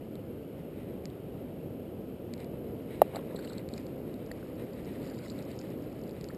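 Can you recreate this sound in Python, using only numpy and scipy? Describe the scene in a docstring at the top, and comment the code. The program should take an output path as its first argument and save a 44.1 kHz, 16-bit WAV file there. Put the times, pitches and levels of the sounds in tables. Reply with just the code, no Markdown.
"""A calm estuary, heard close up from a camera worn by a wading angler; its recorder cuts the highs.
At first the water churns in a low wash, tackle ticks and a sleeve brushes by. Three seconds in, the
rod butt knocks the housing and a landing net pushes through the shallows, folding in air that rings
as bubbles. Then the net lifts out, trickling and dripping to the end. Throughout, the camera's
stepped converter adds a thin sheen of treble."""
import sys
import numpy as np
from scipy import signal
from scipy.fft import rfft, irfft, next_fast_len
from scipy.io import wavfile
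from scipy.ndimage import map_coordinates

SR = 44100
rng = np.random.default_rng(int(sys.argv[2]) if len(sys.argv) > 2 else 0)


def put_to_file(sound):
    """Save the sound as 16-bit audio at rate SR, in the file named by the first command-line argument."""
    columns = np.atleast_2d(sound).T  # one column per channel
    safe = np.clip(columns, -1, 1)
    whole_steps = np.round(safe * 32767)
    wavfile.write(sys.argv[1], SR, whole_steps.astype(np.int16))


N = 280917

# The net's steady pull through the water. Each row: time in seconds, level in dB.
NET_DRAG = [(0, -75.5), (2.2, -77), (2.8, -69.5), (3.65, -69), (4.1, -68), (4.5, -65), (5.0, -64.5),
            (5.9, -66.5), (6.37, -66)]
# Pushes and lifts of the net. Each row: peak time in seconds, level in dB, length in seconds,
# level in dB of the water running off the mesh.
NET_MOVES = [(3.165, -48.5, 0.032, -72), (3.195, -58, 0.046, -79), (3.348, -58.5, 0.1, -76),
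             (3.497, -57.5, 0.15, -73), (3.77, -62, 0.076, -63), (5.05, -60, .1, -68),
             (5.25, -60, .26, -63), (5.59, -69, 0.15, -66), (6.276, -78, 0.078, -74)]
def stirring():
    """How strongly the net stirs the shallows: its steady drag plus each push and lift."""
    pushes = swells([(s, db, length) for s, db, length, _ in NET_MOVES])
    return np.hypot(amp(curve(NET_DRAG)), pushes)


def gurgle(stir):
    """Within the angler's reach, the moving net folds air into the water as ringing bubbles."""
    return amp(-1.1) * stir * bubble_cloud(count=2400, hz=1434, scatter=0.4, cycles=22)


def trickle():
    """Threads of water leave the mesh and fizz on the surface as many small bubbles."""
    run_off = swells([(s, db, length) for s, _, length, db in NET_MOVES])
    flow = np.hypot(run_off, amp(curve(NET_DRAG) - 8.5))
    return flow * bubble_cloud(count=5000, hz=4560, scatter=0.11, cycles=64)


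# Spray off the net's rim. Each row: peak time in seconds, level in dB.
RIM_SPURTS = [(3.159, -51), (3.36, -51), (3.392, -53.5), (3.425, -60), (3.448, -53), (3.478, -55),
              (3.5, -53), (3.528, -62), (3.582, -56)]
def spray(attack_s=0.0037, decay_s=0.01):
    """The rim cuts the surface and throws spurts of fine bubbles, all much the same size."""
    s, db = np.transpose(RIM_SPURTS)[:, :, None]
    t = np.arange(N) / SR - s
    spurts = amp(db) * np.exp(-np.abs(t) / np.where(t < 0, attack_s, decay_s))
    return spurts.sum(axis=0) * bubble_cloud(count=3000, hz=4080, scatter=0.068, cycles=40)


# The drops loudest at the microphone. Each row: start in seconds, peak level in dB, pitch in Hz.
LOUD_DROPS = [(3.159, -35.5, 4000), (3.191, -43, 1060), (3.347, -27.5, 425), (3.391, -43, 1530),
              (3.475, -42.5, 2870), (3.533, -42.5, 4240), (3.5815, -37.5, 4200), (3.7378, -37, 4050),
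              (3.779, -42, 2380), (4.3048, -54, 2530), (4.3143, -35.5, 1830), (4.3164, -39.5, 4380),
              (4.428, -47, 1450), (5.0993, -46.5, 4570), (5.189, -45.5, 4650), (5.2826, -46, 4140),
              (5.2994, -38.5, 4030), (5.303, -39.5, 4700), (5.3894, -42, 3940), (5.5155, -47, 4430),
              (5.5902, -38, 5220), (6.015, -53, 5170), (6.2873, -41.5, 4350), (6.2995, -45, 1260),
              (6.305, -43, 1730)]
def drops():
    """Single drops ring the bubbles they trap; smaller, higher ones ring for more cycles."""
    hz = np.array(LOUD_DROPS)[:, 2:]
    return bubbles(LOUD_DROPS, cycles=39 * (hz / 4000) ** 0.6, rise=0.15, onset_cycles=0.5)


def dripping(count=14, from_s=4.6):
    """Faint drips fall at random from the lifted net."""
    when, size, pitch = rng.random((count, 3)).T
    s = from_s + when * (N / SR - from_s)
    db = -52.5 + 6 * (size - 0.5)
    hz = 4800 * np.exp(0.2 * (pitch - 0.5))
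    return bubbles(np.column_stack([s, db, hz]), cycles=33, rise=0.12, onset_cycles=0.81)


# Blows on the camera housing. Each row: start in seconds, strength in dB.
ROD_BLOWS = [(3.0177, -3), (3.136, -36), (3.148, -30), (3.157, -33), (3.166, -25.5)]
# The housing's resonances. Each row: centre in Hz, width in Hz, relative gain in dB.
HOUSING_MODES = [(374, 134, -6.5), (601, 124, 6), (840, 167, -1), (1150, 140, -12), (1850, 120, -22.5),
                 (2740, 200, -27.5), (3820, 110, -30)]
def knocks():
    """Right at the microphone, the rod butt bumps the housing, which gives a short hollow tock."""
    blows = np.zeros(N)
    for s, db in ROD_BLOWS:
        blows[round(s * SR)] = amp(db)
    tock = resonate(blows, HOUSING_MODES)
    return tock * blows.max() / np.abs(tock).max()


# Snaps of reel, line and net frame. Each row: start in seconds, peak level in dB, pitch in Hz.
TACKLE_TICKS = [(0.1549, -42.5, 3770), (1.0555, -31.5, 5000), (1.1015, -47, 3570), (2.3376, -33, 4440),
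                (2.379, -49, 4300), (2.403, -45, 4570), (2.445, -44.5, 4480), (3.689, -38.5, 4300),
                (3.7788, -36, 4700), (3.867, -42, 4500), (4.1413, -44, 4000), (4.263, -46, 5000),
                (5.426, -41.5, 5100), (5.614, -41, 5000), (6.0943, -43.5, 4100), (6.2113, -39, 4470),
                (6.2428, -36, 4950)]
def tackle():
    """Small hard contacts close by: a bright snap of a few cycles over a weaker, lower knock."""
    s, db, _ = np.transpose(TACKLE_TICKS)
    snap = bubbles(TACKLE_TICKS, cycles=9.7, rise=0, onset_cycles=1)
    knock_rows = np.column_stack([s, db - 8.5, np.full_like(s, 2300)])
    return snap + bubbles(knock_rows, cycles=8.3, rise=0, onset_cycles=0.93)


# A sleeve passes the microphone. Each row: peak time in seconds, level in dB, length in seconds.
SLEEVE_BRUSHES = [(.85, -65.5, 0.31), (1.5, -70.5, 0.37), (2.34, -59, 0.024), (2.425, -56.5, 0.058),
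                  (2.93, -57, 0.092), (3.06, -56.5, 0.07)]
# The tone of mesh and cloth. Each row: frequency in Hz, relative level in dB.
SWISH_SPECTRUM = [(400, -8), (900, 3.5), (1500, -6), (2000, 5.5), (2900, -2), (3400, -5.5), (3950, -1),
                  (4400, -14), (6000, -16)]
def swish(stir):
    """Wet mesh and cloth brush along in a dense, uneven crackle."""
    drag = amp(curve(NET_DRAG))
    mesh = amp(-70) * drag / drag.mean() * (stir / drag) ** 0.59  # 0.59 dB per dB that a push adds
    flicker = amp(4 * wobble(25))
    crackle = coloured(grains(rate=2500, spread_db=1), SWISH_SPECTRUM)
    return np.hypot(swells(SLEEVE_BRUSHES), mesh) * flicker * crackle


# The low wash of water and air around the angler. Each row: time in seconds, level in dB.
WASH_LEVEL = [(0, -42.5), (1.1, -41), (2.1, -41), (3.1, -39), (3.9, -40.5), (4.55, -40), (6.37, -40.5)]
# The tones of the wash and its hiss. 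Each row: frequency in Hz, relative level in dB.
WASH_SPECTRUM = [(15, -40), (25, -20.5), (112, -2.5), (278, -1), (527, -5.5), (831, -22.5), (1400, -39),
                 (1820, -74), (3080, -120)]
HISS_SPECTRUM = [(500, -12), (900, -5), (1300, 4.5), (1850, -3), (2300, -0.5), (3000, 1), (3600, -8),
                 (5000, -11.5), (6000, -13.5)]
def wash():
    """Behind it all the estuary churns: a dull rush with low lumps in it, and a faint hiss above."""
    rush = coloured(rng.standard_normal(N), WASH_SPECTRUM)
    lumps = coloured(grains(rate=90, spread_db=1.5), WASH_SPECTRUM)
    level = amp(curve(WASH_LEVEL) + 0.62 * wobble(9.9))
    hiss = coloured(rng.standard_normal(N), HISS_SPECTRUM)
    return level * unit(rush + 0.3 * lumps) + amp(-64.5) * hiss


def bubbles(rows, cycles, rise, onset_cycles):
    """Each (s, peak dB, Hz) row rings down 60 dB in `cycles`, its pitch up by the fraction `rise`."""
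    s, db, hz = np.transpose(rows)[:, :, None]
    turns = hz * np.arange(SR // 30) / SR
    age = turns / cycles
    tone = np.sin(2 * np.pi * turns * (1 + rise * np.minimum(age, 1) / 2))
    ring = tone * np.exp(-np.log(1000) * age) * (1 - np.exp(-turns / onset_cycles))
    ring *= amp(db) / np.abs(ring).max(axis=1, keepdims=True)
    where = np.round(s * SR).astype(int) + np.arange(ring.shape[1])
    return np.bincount(where.ravel(), ring.ravel(), N)[:N]


def bubble_cloud(count, hz, scatter, cycles):
    """A random swarm of bubbles around one pitch, each rising as it nears the surface; rms 1."""
    when, size, pitch = rng.random(count), rng.standard_normal(count), rng.standard_normal(count)
    size_db = 3.5 * np.clip(size, -2, 2)
    rows = np.column_stack([when * N / SR, size_db, hz * np.exp(scatter * pitch)])
    return unit(bubbles(rows, cycles, rise=0.13, onset_cycles=1))


def swells(rows, rise_share=0.54):
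    """Gain of (s, level dB, length s) movements, each a bell that builds up and dies away."""
    s, db, length = np.transpose(rows)[:, :, None]
    t = np.arange(N) / SR - s
    width = length * np.where(t < 0, rise_share, 1 - rise_share)
    return np.linalg.norm(amp(db) * np.exp(-(t / width) ** 2 / 2), axis=0)


def grains(rate, spread_db):
    """Random tiny impacts of uneven size, rate a second."""
    impacts = (rng.random(N) < rate / SR) * rng.choice([-1, 1], N)
    return impacts * amp(spread_db * np.clip(rng.standard_normal(N), -2, 2))


def resonate(x, modes):
    """x through (Hz, width Hz, dB) resonances; the second, main one swings against the rest."""
    def response(f):
        return sum((-1 if i == 1 else 1) * amp(db) * 1j * f * width / (hz**2 - f**2 + 1j * f * width)
                   for i, (hz, width, db) in enumerate(modes))
    return filtered(x, response)


def coloured(x, points):
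    """x shaped by (Hz, dB) points on a log axis, at rms 1."""
    hz, db = np.transpose(points)
    return unit(filtered(x, lambda f: amp(np.interp(np.log(f + 1), np.log(hz), db, -120, -120))))


def filtered(x, response):
    """x through a complex response of frequency."""
    size = next_fast_len(N + SR // 4)
    return irfft(rfft(x, size) * response(np.fft.rfftfreq(size, 1 / SR)), size)[:N]


def wobble(rate):
    """A smooth random curve, rate knots a second."""
    return map_coordinates(rng.standard_normal(4096), [np.arange(N) * rate / SR], mode="wrap")


def curve(rows):
    """(s, value) rows as one value per sample."""
    return np.interp(np.arange(N) / SR, *np.transpose(rows))


def amp(db):
    """Decibels to gain."""
    return 10 ** (np.asarray(db) / 20)


def unit(x):
    """Scale to rms 1."""
    return x / np.sqrt(np.mean(x ** 2) + 1e-20)


def scene():
    """Water, net and tackle at the one microphone on the angler's body."""
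    stir = stirring()
    water = wash() + gurgle(stir) + trickle() + spray() + drops() + dripping()
    return (water + swish(stir) + tackle() + knocks())[None]


def record(dry):
    """The recorder cuts the highs; its slow converter holds each value, mirroring a faint treble."""
    edge_hz, hold_hz, top_hz = 5680, 12000, 15450
    muffled = filtered(dry[0], lambda f: 1 / np.sqrt(1 + (f / edge_hz) ** 44))
    slow_samples = signal.resample(muffled, round(N * hold_hz / SR))
    steps = np.repeat(slow_samples, 4)
    return filtered(signal.resample(steps, N), lambda f: f < top_hz)[None]


dry = scene()
out = record(dry)
put_to_file(out)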